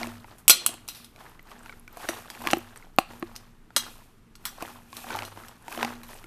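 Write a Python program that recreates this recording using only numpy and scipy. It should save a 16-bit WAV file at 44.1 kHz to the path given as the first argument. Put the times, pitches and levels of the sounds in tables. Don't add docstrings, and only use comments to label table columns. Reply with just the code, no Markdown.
import sys
import numpy as np
from scipy import signal
from scipy.fft import rfft, irfft, next_fast_len
from scipy.io import wavfile

SR = 44100
rng = np.random.default_rng(int(sys.argv[2]) if len(sys.argv) > 2 else 0)


def materialize(psi):
    bounded = np.clip(np.atleast_2d(psi).T, -1, 1)
    quanta = np.round(bounded * 32767).astype(np.int16)
    wavfile.write(sys.argv[1], SR, quanta)


N = 276066

# f/Hz, level/dB
ROOM_SPECTRUM = [(260, -47), (450, -8), (1060, -6), (1190, -4.5), (5190, -19.5), (13300, -23),
                 (14300, -28.5)]
RUMBLE_SPECTRUM = [(12, -28.5), (20, 7), (29, -10), (43, -13.5), (107, -16), (145, -21.5), (163, -13.5),
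                   (203, -17.5), (232, -13.5), (264, -19.5), (450, -23), (580, -48.5), (990, -120)]
ROOM_DB, RUMBLE_DB = -66.5, -54.5
# f/Hz, rms level/dB
MAINS_HUM = [(59, -79), (120, -67.5)]

# full strength from t/s, hold/s, rattle level/dB, wet hiss level/dB
SHOVES = [(0.0, 0.022, -39.5, -46), (0.275, 0.033, -53.5, -60), (0.647, 0.049, -47.5, -54),
          (0.92, 0.045, -57, -56.5), (1.2, 0.07, -51.5, -58.5), (1.5, 0.013, -50, -57),
          (1.66, 0.042, -53.5, -57.5), (2.003, 0.16, -42.5, -47.5), (2.338, 0.079, -50, -52),
          (2.449, 0.06, -40, -46), (2.77, 0.031, -54.5, -62.5), (3.11, 0.031, -51, -55.5),
          (3.27, 0.13, -57.5, -62), (3.84, 0.031, -48, -48.5), (4.46, 0.07, -54, -55.5),
          (4.62, 0.062, -44, -49.5), (4.964, 0.069, -52, -46.5), (5.101, 0.096, -40, -46.5),
          (5.374, 0.09, -51, -55), (5.718, 0.042, -44, -45.5), (5.816, 0.013, -36, -46.5),
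          (6.105, 0.039, -48.5, -50.5)]
SHOVE_RISE_DB_PER_S, SHOVE_FALL_DB_PER_S = (200, 200), (89.5, 78)
# f/Hz, level/dB
RATTLE_SPECTRUM = [(180, -44.5), (300, -4.5), (572, -9), (817, -2.5), (1750, -8.5), (2410, -17.5),
                   (3870, -19.5), (4710, -24), (7000, -27.5), (9100, -55.5), (15400, -120)]
HISS_SPECTRUM = [(1180, -35.5), (2000, -19), (2440, -0.5), (2940, -5.5), (3830, -8.5), (6230, -9.5),
                 (14300, -7)]
RATTLES_PER_S = 260

# full strength from t/s, hold/s, upper level/dB, lower level/dB
JOLTS = [(0.0, .05, -43.5, -54), (0.05, 0.041, -46.5, -49.5), (0.66, 0.042, -55, -61.5),
         (1.0, 0.034, -59.5, -79), (1.55, 0.12, -59, -70), (1.75, 0.087, -61, -64),
         (2.09, 0.036, -53, -57.5), (2.4, .12, -49.5, -55), (2.53, 0.021, -47, -53),
         (3.1, 0.063, -53.5, -61), (3.23, 0.066, -54, -57.5), (3.77, .05, -53, -60),
         (4.45, 0.059, -61.5, -69), (4.65, 0.17, -57.5, -65.5), (4.95, .03, -56, -62),
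         (5.07, 0.029, -50.5, -66), (5.15, 0.069, -58, -49), (5.4, 0.047, -58, -65),
         (5.78, 0.024, -41, -68), (5.84, 0.024, -39.5, -51), (6.15, 0.042, -65.5, -58)]
JOLT_RISE_DB_PER_S, JOLT_FALL_DB_PER_S = (700.5, 701.5), (89, 59.5)
POT_HUM_HZ = (101, 237.5)
THUD_HZ, THUD_T60_S = 342, .075

# t/s, level/dB, shell f/Hz, then relative crack level/dB, tick level/dB, thud level/dB
KNOCKS = [(0.014, -26.5, 730, -13, -21, -9), (0.031, -30.5, 1400, 5.5, -22, -15),
          (0.07, -32.5, 651, -5, 3, -4), (0.244, -35.5, 920, -30, -26, -15),
          (0.691, -32.5, 690, -0.5, 8.5, -8), (0.74, -36, 727, -1, 4, -11), (1.161, -45, 734, 2, 0, -23),
          (1.394, -38, 1270, -36.5, -18.5, -15.5), (1.516, -35, 1220, -18, -9.5, -43),
          (1.66, -32, 914, -13, -29.5, -23), (1.695, -30, 1485, -16, -29.5, -26),
          (1.725, -36.5, 1400, -13, -26, -33), (1.878, -35.5, 1500, -25.5, -2.5, -22),
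          (1.971, -30.5, 703, -21.5, -2, -25), (2.09, -19.5, 660, -18, -30, -6),
          (2.35, -49, 937, 11.5, -8, -17), (2.42, -38, 1050, -8, 7, -21), (2.451, -31, 710, -4, -12, -14),
          (2.464, -25.5, 1100, -15, -17, -3.5), (2.472, -16.5, 1160, 4.5, -2.5, -20),
          (2.486, -25.5, 1100, -9, -22, -31), (2.504, -38, 1000, 17.5, -6, -14),
          (2.533, -3, 827, -8, -44, -12.5), (2.569, -24.5, 800, -21.5, -7.5, 2),
          (2.825, -42, 1380, -19, -18.5, -20.5), (2.986, 0, 768, -9, -19.5, -25),
          (3.226, -18.5, 740, -34, -29.5, -4.5), (3.1345, -37.5, 937, -21, -29, -29.5),
          (3.705, -39, 900, -18, -24.5, -21.5), (3.766, -25, 595, -20.5, -30, -13),
          (4.624, -24.5, 703, -5, 0.5, -11), (4.929, -36, 1103, -1.5, -5, -17),
          (5.043, -31, 770, -22, -17, -17.5), (5.082, -38, 1100, -19, -21, -28),
          (5.105, -26.5, 1520, -14, -20, -27), (5.128, -26, 930, -8, -21, -20),
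          (5.151, -21.5, 880, -20, -19, -26), (5.169, -25, 840, -11, -20, -22),
          (5.189, -29, 967, 5.5, -19, -29), (5.222, -28.5, 884, 0, -21, -24),
          (5.233, -35, 1410, 0, -10, -22), (5.374, -29.5, 1030, -28, -15, -19),
          (5.436, -37.5, 1310, -27, -12.5, -21.5), (5.681, -29.5, 926, -1.5, -3, -13.5),
          (5.725, -34.5, 1620, -2, 5.5, -25), (5.748, -31, 1030, -15, -21, -13),
          (5.776, -22, 726, -8.5, -27, -10), (5.829, -16, 1030, 1.5, -10, -34),
          (5.848, -23, 830, 3.5, -5, -25), (6.091, -39.5, 1010, -5.5, -17, -26),
          (6.241, -37, 1390, -15, -5.5, -8.5)]
KNOCK_CHATTER_S = .0015
SHELL_T60_S, SHELL_REFERENCE_DB = .034, -40
SHELL_DAMPS = .02
BODY_DB = -6
CRACK_HZ, CRACK_SPREAD_OCT = 2600, 0.083

# t/s, level/dB, then relative knock level/dB, brightness/dB,
# shiver level/dB, shiver t60/s (at least 0.02)
CLANGS = [(0.383, -45.5, -11, 7, -5, 0.13), (0.48, -0.5, -33, 6.5, -5.5, 0.056),
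          (0.4968, 7.5, -45, 6, -13.5, 0.09), (0.504, 1.5, -34.5, 2, -11.5, .06),
          (0.5104, -4.5, -39, -0.5, -13, 0.1), (0.6631, -5.5, -15, 7, -6, 0.016),
          (0.8788, -26.5, -22, 5.5, -15, 0.1), (0.8865, -16, -23, -2, -18, .19),
          (0.948, -30, -33, -2, -5, 0.42), (1.045, -28, -23.5, -1.5, -12, .08),
          (2.088, -11.5, -2.5, -5, -6.5, .05), (2.3012, -20.5, -6.5, -6, -24, .071),
          (2.5107, -13.5, -31, -3.5, -15.5, 0.14), (2.7594, -32, 1.5, -2, -12, 0.087),
          (2.9891, -20, -2, 5.5, -20.5, 0.0974), (3.355, -30, -11.5, -8.5, -29, 0.058),
          (3.3623, -22, -28, -27.5, -16.5, .08), (3.7635, -1.5, -14, -22.5, -10.5, 0.098),
          (4.354, -29.5, -12, -9.5, -14.5, .06), (4.4533, -13.5, -8, -0.5, -11.5, 0.14),
          (4.6069, -38, -15, -7.5, -12, .087), (4.968, -20.5, -22, -1.5, -28.5, .061),
          (5.2505, -23, -14, -5, -15, 0.18), (5.4834, -30, -13, -1, -23, .08),
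          (6.033, -31, -5.5, 2.5, -11, 0.071)]
# f/Hz, level/dB, t60/s
SPOON_MODES = [(1440, -8, .05), (2290, -16, .05), (2900, -8, .07), (3316, -11, .08), (3930, -8, .08),
               (4194, -3, .09), (4630, -13, .05), (5200, -11, .06), (5790, -5, .045), (5900, -7, .05),
               (6035, -5, .07), (6600, -7, .06), (7300, -10, .05), (7890, 0, .065), (8371, -8, .06),
               (8850, -8, .06), (9500, -10, .04), (10060, -9, .04), (10775, -3, .06), (11300, -11, .04),
               (12000, -11, .04), (12900, -8, .05), (13300, -4, .05), (13555, -4, .05), (13740, -7, .05)]
CLANG_CHATTER_S = 0.0017
RING_DB, RING_GROWS = -21, .12
TILT_FOLLOWS = .7
RING_SHORTENS = .012
WALL_DB, WALL_T60_S = -8.5, 0.059

# f/Hz, t60/s
KITCHEN_T60 = [(200, 0.65), (1000, 0.27), (4000, 0.39), (12000, 0.13)]
CLANG_ROOM_DB, KNOCK_ROOM_DB = -15.5, -23.5

# t/s, peak level/dB, f/Hz
SNAPS = [(1.2957, -40, 11600), (1.4277, -42.5, 13060), (1.592, -44, 7760), (1.632, -42, 8440),
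         (1.7968, -38.5, 11000), (1.9274, -37, 13900), (2.1874, -34, 12900), (2.5835, -22, 14200),
         (2.7743, -34, 8260), (2.963, -39.5, 13230), (3.197, -36, 13900), (5.1616, -31, 12000),
         (5.6241, -46, 10600), (6.0835, -36, 12700), (6.1422, -35, 9200)]

MIC_HZ, CUTOFF_HZ = 14550, 15800


def from_db(db):
    return 10 ** (np.asarray(db) / 20)


def rms_one(x):
    return x / np.sqrt(np.mean(x ** 2) + 1e-20)


def peak_one(x):
    return x / np.max(np.abs(x))


def at_hz(points, hz):
    points = np.array(points)
    return np.interp(np.log(hz), np.log(points[:, 0]), points[:, 1])


def colour(x, spectrum):
    size = next_fast_len(N)
    hz = np.maximum(np.arange(size // 2 + 1) * SR / size, 1)
    shaped = rfft(x, size) * from_db(at_hz(spectrum, hz))
    return rms_one(irfft(shaped, size)[:N])


def drift(rate_hz):
    r = np.exp(-2 * np.pi * rate_hz / SR)
    noise = rng.standard_normal(N + SR)
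    return rms_one(signal.lfilter([1], [1, -2 * r, r * r], noise)[SR:])


def ring(x, hz, t60):
    r = from_db(-60 / (max(t60, .002) * SR))
    w = 2 * np.pi * min(hz, SR / 2.2) / SR
    return signal.lfilter([0, np.sin(w)], [1, -2 * r * np.cos(w), r * r], x + 1e-18)


def passed(x, hz, kind):
    return signal.sosfilt(signal.butter(2, hz, kind, fs=SR, output="sos"), x)


def add(track, s, sound):
    i = round(s * SR)
    track[i:i + len(sound)] += sound[:N - i]


def contact(length, size):
    t = np.arange(size) / SR
    return rng.standard_normal(size) * np.exp(-(t / max(length, .0003)) ** 2)


def swells(rows, rise_db_per_s, fall_db_per_s):
    t = np.arange(0, N + 64, 64) / SR
    power = 1e-30
    for s, hold, *levels in rows:
        rise_loss = np.outer(rise_db_per_s, np.maximum(s - t, 0))
        fall_loss = np.outer(fall_db_per_s, np.maximum(t - s - hold, 0))
        loss = rise_loss + fall_loss
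        power = power + from_db(np.array(levels)[:, None] - loss) ** 2
    return [np.interp(np.arange(N) / SR, t, 10 * np.log10(row)) for row in power]


def background():
    t = np.arange(N) / SR
    hum = sum(np.sqrt(2) * from_db(db + 1.6 * drift(7.1)) * np.sin(2 * np.pi * hz * t)
              for hz, db in MAINS_HUM)
    rumble = from_db(RUMBLE_DB) * colour(rng.standard_normal(N), RUMBLE_SPECTRUM)
    air = from_db(ROOM_DB) * colour(rng.standard_normal(N), ROOM_SPECTRUM)
    return air + rumble + hum


def touch_sizes(spread_db):
    return from_db(spread_db * np.minimum(rng.exponential(1, N), 3)) * rng.choice([-1, 1], N)


def rattle(level_db):
    sizes = touch_sizes(3.7)
    touches = sizes * (rng.random(N) < RATTLES_PER_S * from_db(4 * drift(10)) / SR)
    dealt = rng.integers(0, 24, N)
    rings = np.zeros(N)
    for k, hz in enumerate(np.geomspace(400, 6500, 24)):
        gain = from_db(at_hz(RATTLE_SPECTRUM, hz) + 6.6 * np.log2(hz))
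        rings += gain * ring(touches * (dealt == k), hz, 12.0 / hz)
    rub = colour(rng.standard_normal(N), RATTLE_SPECTRUM) * from_db(3.5 * drift(30))
    return from_db(level_db) * rms_one(rms_one(rings) + .9 * rub)


def hiss(level_db):
    sizes = touch_sizes(4.2)
    drops = sizes * (rng.random(N) < 150 / SR)
    dealt = rng.integers(0, 12, N)
    pops = sum(ring(drops * (dealt == k), hz, .005)
               for k, hz in enumerate(np.geomspace(3500, 13500, 12)))
    ticks = sizes * (rng.random(N) < 200 / SR)
    slide = rng.standard_normal(N) * from_db(1.0 * drift(30))
    return from_db(level_db) * colour(slide + 0.46 * rms_one(ticks) + 0.14 * rms_one(pops), HISS_SPECTRUM)


def pot_hum(low_db, high_db):
    t = np.arange(N) / SR
    low, high = (np.sqrt(2) * np.sin(2 * np.pi * hz * t + .7 * drift(3)) * from_db(1.5 * drift(8))
                 for hz in POT_HUM_HZ)
    return from_db(low_db) * low + from_db(high_db) * high


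def knocks():
    out = np.zeros(N)
    for s, level_db, shell_hz, crack_db, tick_db, thud_db in KNOCKS:
        t60 = SHELL_T60_S / 2 ** (SHELL_DAMPS * (level_db - SHELL_REFERENCE_DB))
        touch = contact(KNOCK_CHATTER_S, size=SR // 4)
        touch += .18 * np.roll(touch, round(rng.uniform(0.0022, 0.006) * SR))

        shell = peak_one(ring(touch, shell_hz, t60) + .55 * ring(touch, shell_hz * 1.55, t60 * 0.5))
        body = peak_one(passed(touch, [shell_hz * .75, shell_hz * 2.1], "band"))
        crack_hz = CRACK_HZ * 2 ** (CRACK_SPREAD_OCT * rng.standard_normal())
        crack = peak_one(ring(touch, crack_hz, t60 * .2))
        crack += .8 * peak_one(passed(touch, [1200, 4200], "band"))
        tick = peak_one(passed(contact(KNOCK_CHATTER_S * 2.0, size=SR // 4), 5000, "high"))
        thud = peak_one(ring(passed(touch, 1300, "low"), THUD_HZ, THUD_T60_S))

        knock = shell + from_db(BODY_DB) * body + from_db(crack_db) * crack
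        knock += from_db(tick_db) * tick + from_db(thud_db) * thud
        add(out, s, from_db(level_db) * knock)
    return out


def clang_ring(drive, level_db, bright_db):
    metal = np.zeros(len(drive))
    for hz, db, t60 in SPOON_MODES:
        mode_db = db + rng.normal(0, 2.5) + TILT_FOLLOWS * bright_db * hz / 14000
        mode_t60 = t60 * 2 ** (RING_SHORTENS * level_db)
        metal += from_db(mode_db) * peak_one(ring(drive, hz, mode_t60))
    for hz in rng.uniform(2500, 14000, 30):
        metal += from_db(WALL_DB) * peak_one(ring(drive, hz, WALL_T60_S))
    return from_db(RING_DB + RING_GROWS * level_db) * metal


def clangs():
    out = np.zeros(N)
    t = np.arange(SR // 4) / SR
    for s, level_db, knock_db, bright_db, shiver_db, shiver_t60 in CLANGS:
        touch = contact(CLANG_CHATTER_S, size=SR // 4)
        shiver = passed(rng.standard_normal(SR // 4), 780, "high")
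        shiver *= from_db(-60 * t / max(shiver_t60, .02))
        drive = touch + from_db(shiver_db) * shiver

        crack = peak_one(passed(drive, [2300, 6500], "band"))
        crack += from_db(bright_db + 7.0) * peak_one(passed(drive, 6000, "high"))
        knock = from_db(knock_db) * peak_one(passed(drive, [900, 2500], "band"))
        metal = clang_ring(drive, level_db, bright_db)
        add(out, s, from_db(level_db) * (0.52 * crack + knock + metal))
    return out


def kitchen(x):
    t = np.arange(SR) / SR
    edges = 150 * 2. ** np.arange(8)
    echo = np.zeros(SR)
    for low, high in zip(edges, edges[1:]):
        band = passed(rng.standard_normal(SR), [low, high], "band")
        echo += band * from_db(-60 * t / at_hz(KITCHEN_T60, low * np.sqrt(2)))
    echo *= np.clip((t - .004) / .012, 0, 1)
    return signal.fftconvolve(x, echo / np.sqrt(np.sum(echo ** 2)))[:N]


def snaps():
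    out = np.zeros(N)
    for s, peak_db, hz in SNAPS:
        snap = peak_one(ring(contact(0.00061, size=SR // 20), hz, 0.0049))
        add(out, s, from_db(peak_db) * snap)
    return out


def scene():
    rattle_db, hiss_db = swells(SHOVES, SHOVE_RISE_DB_PER_S, SHOVE_FALL_DB_PER_S)
    high_db, low_db = swells(JOLTS, JOLT_RISE_DB_PER_S, JOLT_FALL_DB_PER_S)
    metal, shells = clangs(), knocks()
    room_feed = from_db(CLANG_ROOM_DB) * metal + from_db(KNOCK_ROOM_DB) * passed(shells, 900, "high")
    blows = passed(metal + shells + kitchen(room_feed), 230, "high")
    stroke = rattle(rattle_db) + hiss(hiss_db) + snaps() + pot_hum(low_db, high_db)
    return (blows + stroke + background())[None]


def record(dry):
    mic_band = signal.cheby2(14, 45, MIC_HZ, fs=SR, output="sos")
    top_cut = signal.cheby2(12, 60, CUTOFF_HZ, fs=SR, output="sos")
    clipped = np.clip(signal.sosfilt(mic_band, dry), -1, 1)
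    return signal.sosfilt(top_cut, clipped)


dry = scene()
out = record(dry)
materialize(out)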